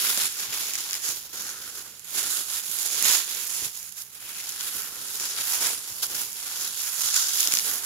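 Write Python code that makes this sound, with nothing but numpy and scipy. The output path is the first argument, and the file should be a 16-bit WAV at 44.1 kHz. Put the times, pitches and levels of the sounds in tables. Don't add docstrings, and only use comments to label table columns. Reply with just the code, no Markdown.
import sys
import numpy as np
from scipy import signal
from scipy.fft import rfft, irfft, next_fast_len
from scipy.io import wavfile
from scipy.ndimage import uniform_filter1d

SR = 44100
rng = np.random.default_rng(int(sys.argv[2]) if len(sys.argv) > 2 else 0)


def store_pcm(level_fs):
    pcm = np.round(np.clip(level_fs, -1, 1) * 32767).astype(np.int16)
    wavfile.write(sys.argv[1], SR, np.atleast_2d(pcm).T)


def gain_from_db(level_db):
    decades = np.asarray(level_db, float) / 20
    return 10 ** decades


N = 346185

# (frequency [Hz], density [dB per Hz])
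ROOM_SPECTRUM = [(13, -37), (22, -2.5), (124, 11), (151, -8.5), (180, 13), (359, -25), (428, 5), (599, -38),
                 (1280, -30), (1500, 0), (1950, -44), (3300, -120)]
# (frequency [Hz], rms level [dB])
MAINS_HUM = [(59, -76), (120, -76)]
# (frequency [Hz], gain [dB])
LEFT_PORT = [(120, -25.5), (400, -17), (600, -19), (850, -14), (1350, -14), (2200, -12), (3300, -9),
             (4100, -10.5), (5400, -6), (7000, -14), (9000, -21), (11500, -27), (13500, -38.5),
             (15700, -32)]
# (frequency [Hz], gain [dB])
RIGHT_PORT = [(120, -28), (400, -17), (650, -21.5), (1500, -17), (3000, -13.5), (5500, -11.5), (6200, -8),
              (6800, -1), (7500, -5), (8500, -10.5), (10300, -1), (11900, -1.5), (12400, -4.5),
              (15600, -10)]

# (time [s], level [dB], centre [Hz], length [ms])
FLAPS = [(0.179, -44, 306, 20), (.25, -59, 150, 84), (.5, -60, 70, 84), (1.097, -57, 110, 57),
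         (2.55, -62, 90, 43), (2.701, -63, 149, 73), (3.631, -52, 130, 45), (3.665, -54, 90, 38),
         (4.76, -57, 120, 60), (5.67, -58, 220, 58), (5.92, -59, 80, 60), (7.049, -60, 80, 60),
         (7.487, -44.5, 330, 14.6)]
# (time [s], level [dB], brightness [dB], left minus right [dB])
SNAPS = [(0.175, -13.4, -6.3, -0.3), (0.1826, -21.3, 5.9, 0.9), (0.787, -23.5, 2.9, 1.6),
         (0.9094, -18.5, -12.2, -4.9), (0.9314, -18.5, -3.8, 0.8), (0.942, -18.0, -7.2, -1.5),
         (2.501, -23.0, -16.8, -11.0), (2.6457, -26.5, -1.7, -7.2), (3.0254, -15.8, 1.1, -17.6),
         (3.0456, -17.9, -3.9, -14.5), (3.1264, -15.3, 1.2, -6.8), (3.1594, -13.2, -9.8, -8.2),
         (4.0207, -26.5, -2.6, -0.5), (4.4927, -22.3, -2.7, -8.9), (4.609, -16.0, -19.4, -4.9),
         (5.5224, -16.3, -8.1, -7.6), (6.067, -27.6, 5.7, -3.0), (6.2168, -24.6, 5.8, -8.6),
         (6.4026, -27.8, -2.7, -4.0), (7.0157, -23.7, 0.1, -9.9), (7.0467, -22.2, -4.1, -3.2),
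         (7.1433, -15.0, -5.5, -4.7), (7.1644, -13.1, 0.0, -6.2), (7.4055, -11.4, -8.9, -10.9),
         (7.474, -8.7, -6.7, -7.9), (7.5222, -9.7, -5.9, 1.4), (7.538, -7.9, 2.2, -6.3),
         (7.5514, -11.6, -6.3, -2.3), (7.5717, -7.5, -6.4, -2.2), (7.588, -12.9, -8.3, -2.6)]
# (time [s], level [dB])
TICKS = [(0.3245, -29.8), (0.5044, -31.6), (0.7364, -18.8), (0.7546, -18.0), (0.8063, -22.7),
         (0.8397, -28.9), (0.9527, -21.9), (1.0233, -29.1), (1.4217, -28.4), (1.9951, -37.0),
         (2.0463, -35.8), (2.788, -20.0), (2.8299, -23.3), (3.7733, -30.0), (3.829, -31.0), (3.9237, -35.1),
         (4.1516, -37.4), (4.522, -29.2), (4.821, -29.3), (5.1564, -26.2), (5.1992, -22.4), (5.8878, -31.9),
         (5.923, -27.6), (6.3303, -30.0), (6.6763, -23.9), (6.8048, -25.7), (7.065, -21.8), (7.3571, -20.3),
         (7.43, -14.7), (7.5956, -12.6)]

BAND_HZ = [350, 950, 1450, 2400, 3800, 5800, 9000, 13000]
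RANGE_OF_BAND = np.array([0, 1, 1, 1, 2, 2, 3, 3])
RANGE_DB = [-22.8, -10.5, -1.2, 1.5]
HEFT_SHARE = [3.18, 1.01, .01, -.01]
FULL_SHARE = np.array([0, 0, 0, 1, .5, 0, 0, 0])

# (time [s], left minus right [dB], cupping of the hands [dB], brightness [dB], fullness [dB])
WAD = [(0.0, 7.6, -5.4, 2.9, 0.8), (0.6, 4.9, -11.5, -0.4, 3.2), (1.15, 4.0, -15.9, 0.0, 0.6),
       (1.6, 4.9, -2.9, -1.8, -3.4), (2.0, 1.9, -7.7, 0.5, -0.6), (2.3, 3.5, -1.1, 1.5, 1.4),
       (2.7, 3.7, -10.5, 0.3, 0.8), (3.12, -0.5, -11.3, -2.6, 0.2), (3.5, 3.1, -13.3, -0.2, 1.0),
       (3.9, 1.7, -11.6, 0.7, 1.7), (4.3, 7.0, -7.6, 1.4, 1.1), (4.9, 7.1, -3.5, 2.7, -1.2),
       (5.6, 6.5, -9.1, 0.9, -0.1), (6.0, 6.8, -11.0, 2.4, -0.5), (6.5, 6.5, -12.7, 2.0, -0.1),
       (7.15, 3.0, 1.0, -1.1, -0.1), (7.45, 6.8, -16.2, 1.3, -1.1), (7.85, 4.6, -9.1, 0.9, -2.5)]
# (start [s], level [dB], fade [s per 10 dB], heft [dB])
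SQUEEZES = [(0.182, -35.2, 0.177, 0.1), (0.36, -38.7, 0.064, -0.6), (0.615, -35.5, 0.239, 0.1),
            (0.942, -40.8, 0.019, 1.8), (1.058, -38.5, 0.175, 1.3), (1.358, -39.5, 0.221, -2.7),
            (1.48, -41.3, 0.195, 2.3), (1.781, -44.7, 0.164, 1.9), (2.232, -39.2, 0.039, 2.7),
            (2.309, -36.4, 0.056, -0.5), (2.651, -41.9, 0.161, -1.7), (2.782, -40.2, 0.022, -1.0),
            (3.081, -22.3, 0.088, -0.1), (3.366, -37.2, 0.17, 0.7), (3.598, -36.7, 0.065, 1.0),
            (3.758, -44.0, 0.042, -2.4), (3.837, -45.2, 0.027, -0.5), (4.359, -41.5, 0.254, 0.2),
            (4.597, -41.8, 0.047, -2.4), (4.736, -38.6, 0.435, 1.8), (5.051, -45.0, 0.03, 2.4),
            (5.212, -35.6, 0.022, 1.3), (5.626, -26.8, 0.065, 1.1), (6.179, -35.2, 0.049, 0.9),
            (6.608, -34.8, 0.057, 1.1), (6.733, -40.9, 0.028, -0.2), (7.143, -29.2, 0.173, -2.7),
            (7.518, -29.0, 0.074, -1.3), (7.658, -30.4, 0.107, 0.7), (7.835, -35.4, 0.31, 1.4)]
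# (end [s], level [dB], swell [s per 10 dB], heft [dB])
PULLS = [(0.109, -28.8, 0.48, 0.5), (0.261, -30.6, 0.18, 1.1), (0.437, -44.0, 0.171, -0.2),
         (0.612, -34.9, 0.144, 1.2), (0.792, -49.7, 0.044, -1.3), (0.931, -37.2, 0.269, -0.5),
         (1.09, -35.0, 0.026, -0.3), (1.453, -42.8, 0.053, 3.6), (1.703, -43.4, 0.021, 2.5),
         (1.804, -44.0, 0.147, 2.2), (2.217, -34.1, 0.075, 0.6), (2.417, -35.8, 0.101, 0.1),
         (2.59, -33.2, 0.1, -1.2), (3.059, -31.3, 0.331, 0.7), (3.34, -39.3, 0.031, 1.0),
         (3.586, -36.9, 0.187, -0.6), (4.023, -44.4, 0.023, -1.6), (4.319, -42.2, 0.159, 0.7),
         (4.688, -38.8, 0.196, 0.8), (4.795, -38.3, 0.088, -3.5), (5.173, -42.2, 0.137, -6.3),
         (5.418, -37.6, 0.054, 1.5), (5.577, -30.3, 0.228, -0.5), (6.009, -41.6, 0.744, 0.5),
         (6.156, -37.5, 0.044, 2.0), (6.584, -38.1, 0.539, 0.2), (6.889, -35.2, 0.089, -0.2),
         (7.092, -31.5, 0.189, -1.8), (7.446, -30.2, 0.144, -5.6), (7.483, -32.2, 0.448, -0.6)]
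# (start [s], level [dB], fade [s per 10 dB], heft [dB])
RIPS = [(0.526, -35.0, 0.053, 0.1), (1.33, -41.1, 0.095, 2.1), (2.045, -48.7, 0.228, -1.7),
        (2.716, -35.6, 0.058, -0.3), (3.043, -35.8, 0.062, -0.1), (3.921, -48.7, 0.027, -0.6),
        (3.97, -47.4, 0.023, 0.5), (4.26, -50.9, 0.042, -2.5), (4.489, -39.4, 0.029, -2.0),
        (6.025, -28.5, 0.031, -1.1), (7.159, -27.2, 0.063, -4.5)]

CREASES_PER_S = 6000
TICK_NEUTRAL_DB, TICK_BRIGHT_PER_DB, TICK_PAN_DB = -28, -.4, -3
HOLLOW_HZ, HOLLOW_WIDTH_HZ = 1427, 280
GRAB_S, LET_GO_S, RIP_EDGE_S = .035, .022, .004
HOLD_S, RIP_HOLD_S = .045, .008


def level(x, db):
    return x * gain_from_db(db) / np.sqrt(np.mean(x ** 2))


def on_log_axis(points, size):
    hz, value = np.transpose(points)
    return np.interp(np.log(np.fft.rfftfreq(size, 1 / SR) + 1), np.log(hz), value)


def response(points, size=1024):
    cepstrum = irfft(np.log(gain_from_db(on_log_axis(points, size))))
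    cepstrum[1:size // 2] *= 2
    cepstrum[size // 2 + 1:] = 0
    return irfft(np.exp(rfft(cepstrum)))


def walk(rate):
    hold = int(SR / rate)
    steps = np.repeat(rng.standard_normal(N // hold + 1), hold)
    return 1.57 * uniform_filter1d(uniform_filter1d(steps, hold), hold)[:N]


def curves(table):
    times, *columns = np.transpose(table)
    return [np.interp(np.arange(N) / SR, times, column) for column in columns]


def paths():
    return np.array([response(LEFT_PORT), response(RIGHT_PORT)])


def room(path, side_db=-8, hiss_db=-58):
    noise = rfft(rng.standard_normal((2, N)))
    mid, side = irfft(noise * gain_from_db(on_log_axis(ROOM_SPECTRUM, N)), N)
    rumble = mid + gain_from_db(side_db) * side * np.array([[1], [-1]])
    rumble = level(rumble, -66.5) * gain_from_db(0.4 * walk(2.42))
    t = np.arange(N) / SR
    hum = sum(np.sqrt(2) * gain_from_db(db) * np.sin(2 * np.pi * hz * t) for hz, db in MAINS_HUM)
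    hiss = signal.fftconvolve(rng.standard_normal((2, N)), path, axes=1)[:, :N]
    return rumble + hum + level(hiss, hiss_db)


def flaps():
    out = np.zeros(N)
    for s, db, hz, ms in FLAPS:
        size = int(ms / 1000 * SR)
        band = signal.butter(2, [hz / 2.6, hz * 2.4], "band", fs=SR, output="sos")
        puff = signal.sosfilt(band, rng.standard_normal(8192))[-size:]
        start = int(s * SR) - size // 2
        out[start:start + size] += level(puff * np.hanning(size), db)
    return out


def creases(s, size, band_db, pan_db, lag, path):
    size_fft = next_fast_len(N + 4096)
    shapes = [on_log_axis(list(zip(BAND_HZ, row)), size_fft) for row in np.eye(len(BAND_HZ))]
    out = np.empty((len(BAND_HZ), 2, N))
    for port, side in enumerate((1, -1)):
        at = np.clip(s * SR + port * lag, 0, N - 1).astype(int)
        heard = rfft(path[port], size_fft).astype(np.complex64)
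        for band, shape in enumerate(shapes):
            strength = size * gain_from_db(band_db[:, band] + side * pan_db / 2)
            clicks = np.bincount(at, strength, N).astype(np.float32)
            spectrum = rfft(clicks, size_fft) * heard * shape.astype(np.float32)
            out[band, port] = irfft(spectrum, size_fft)[:N]
    return out


def snaps(path, gain_db=10.5, after_db=-3, length_ms=.9, lag=7, colour_db=1.5, count=10):
    ticks = [(s, db, TICK_BRIGHT_PER_DB * (db - TICK_NEUTRAL_DB), TICK_PAN_DB) for s, db in TICKS]
    rows = list(SNAPS) + ticks
    s, db, bright, pan = (np.repeat(column, count) for column in np.transpose(rows))
    chance = rng.random((len(s), 4))
    later = (np.arange(len(s)) % count > 0) * chance[:, 0] * 2.5
    size = gain_from_db(db + after_db * (later > 0)) * np.exp(-later) * np.where(chance[:, 1] > .5, 1, -1)
    band_db = np.array([-17, -11, -8, -1.5, -4.5, 3.5, -1.5, -1])
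    band_db = band_db + np.outer(bright, np.equal(RANGE_OF_BAND, RANGE_OF_BAND[-1]))
    band_db += colour_db * np.repeat(rng.standard_normal((len(rows), len(BAND_HZ))), count, axis=0)
    lags = lag + 12 * (chance[:, 2] - .5) * (later > 0)
    sides = pan + 3 + 9 * (chance[:, 3] - .5) * (later > 0)
    heard = creases(s + later * length_ms / 1000, size, band_db, sides, lags, path).sum(axis=0)
    return heard * gain_from_db(gain_db) / np.sqrt(np.sum(path[0] ** 2))


def effort(heft_share):
    t = np.arange(0, N, 64) / SR
    power = 1e-9
    gestures = ((SQUEEZES, 1, GRAB_S, HOLD_S),
                (PULLS, -1, LET_GO_S, HOLD_S),
                (RIPS, 1, RIP_EDGE_S, RIP_HOLD_S))
    for rows, way, edge_s, hold_s in gestures:
        s, db, slope_s, heft = np.transpose(rows)[:, :, None]
        inside = way * (t - s)
        drop = np.maximum(np.maximum(inside - hold_s, 0) / slope_s, -inside / edge_s)
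        power = power + np.sum(gain_from_db(db + heft_share * heft - 10 * drop) ** 2, axis=0)
    return np.interp(np.arange(N) / SR, t, 10 * np.log10(power))


def hollow(paper, share_db=-12):
    ring = signal.lfilter(*signal.iirpeak(HOLLOW_HZ, HOLLOW_HZ / HOLLOW_WIDTH_HZ, SR), paper)
    slow = np.sqrt(uniform_filter1d(ring.mean(axis=0) ** 2, SR // 10) + 1e-12)
    cupping = curves(WAD)[1]
    return ring / slow * gain_from_db(effort(HEFT_SHARE[1]) + cupping + share_db)


def flurries(rate, fade_ms, depth):
    starts = (rng.random(N) < rate / SR) * np.minimum(rng.exponential(size=N), 2)
    decay = np.exp(-1000 / (fade_ms * SR))
    activity = 1 + depth * signal.lfilter([1], [1, -decay], starts)
    return 20 * np.log10(activity / np.sqrt(np.mean(activity ** 2)))


def rustle(path, size_db=1.5, colour_db=4, place_db=4.5, lag=5, spread=3.3, echo_db=-5, echo_ms=1.2,
           patch_db=1.16):
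    count = int(CREASES_PER_S * N / SR)
    delay = echo_ms / 1000 * rng.exponential(size=(3, count)) * [[0], [1], [1]]
    s = rng.random(count) * N / SR + delay
    size = gain_from_db(size_db * np.minimum(rng.exponential(size=count), 4.5)) * rng.choice([-1, 1], (3, count))
    size[1:] *= gain_from_db(echo_db)
    colour = np.tile(colour_db * rng.standard_normal((count, len(BAND_HZ))), (3, 1))
    place = rng.standard_normal((2, 3 * count))
    lags = lag + spread * place[1]
    bands = creases(s.ravel(), size.ravel(), colour, place_db * place[0], lags, path)
    pan, _, bright, full = curves(WAD)
    body, middle, main, top = (effort(share) + db for share, db in zip(HEFT_SHARE, RANGE_DB))
    out = 0
    for k, db in enumerate((body, middle, main, top + bright)):
        part = sum(bands[b] * gain_from_db(patch_db * walk(9) + FULL_SHARE[b] * full)
                   for b in np.flatnonzero(np.equal(RANGE_OF_BAND, k)))
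        out = out + part * gain_from_db(db) / np.sqrt(np.mean(part.mean(axis=0) ** 2))
    balance = np.array([[.5], [-.5]]) * (pan - np.mean(pan))
    return out * gain_from_db(flurries(rate=70, fade_ms=14.6, depth=0.23) + balance)


def scene():
    path = paths()
    paper = rustle(path)
    return room(path) + flaps() + snaps(path) + hollow(paper) + paper


def low_pass(x):
    return signal.sosfilt(signal.butter(12, 15830, fs=SR, output="sos"), x)


def record(dry):
    cut = signal.sosfilt(signal.butter(2, 45, "high", fs=SR, output="sos"), dry)
    rounded = np.tanh(1.3 * cut) / 1.3
    dull = signal.sosfilt(signal.ellip(8, .2, 60, 15650, fs=SR, output="sos"), rounded)
    return low_pass(dull)


dry = scene()
out = record(dry)
store_pcm(out)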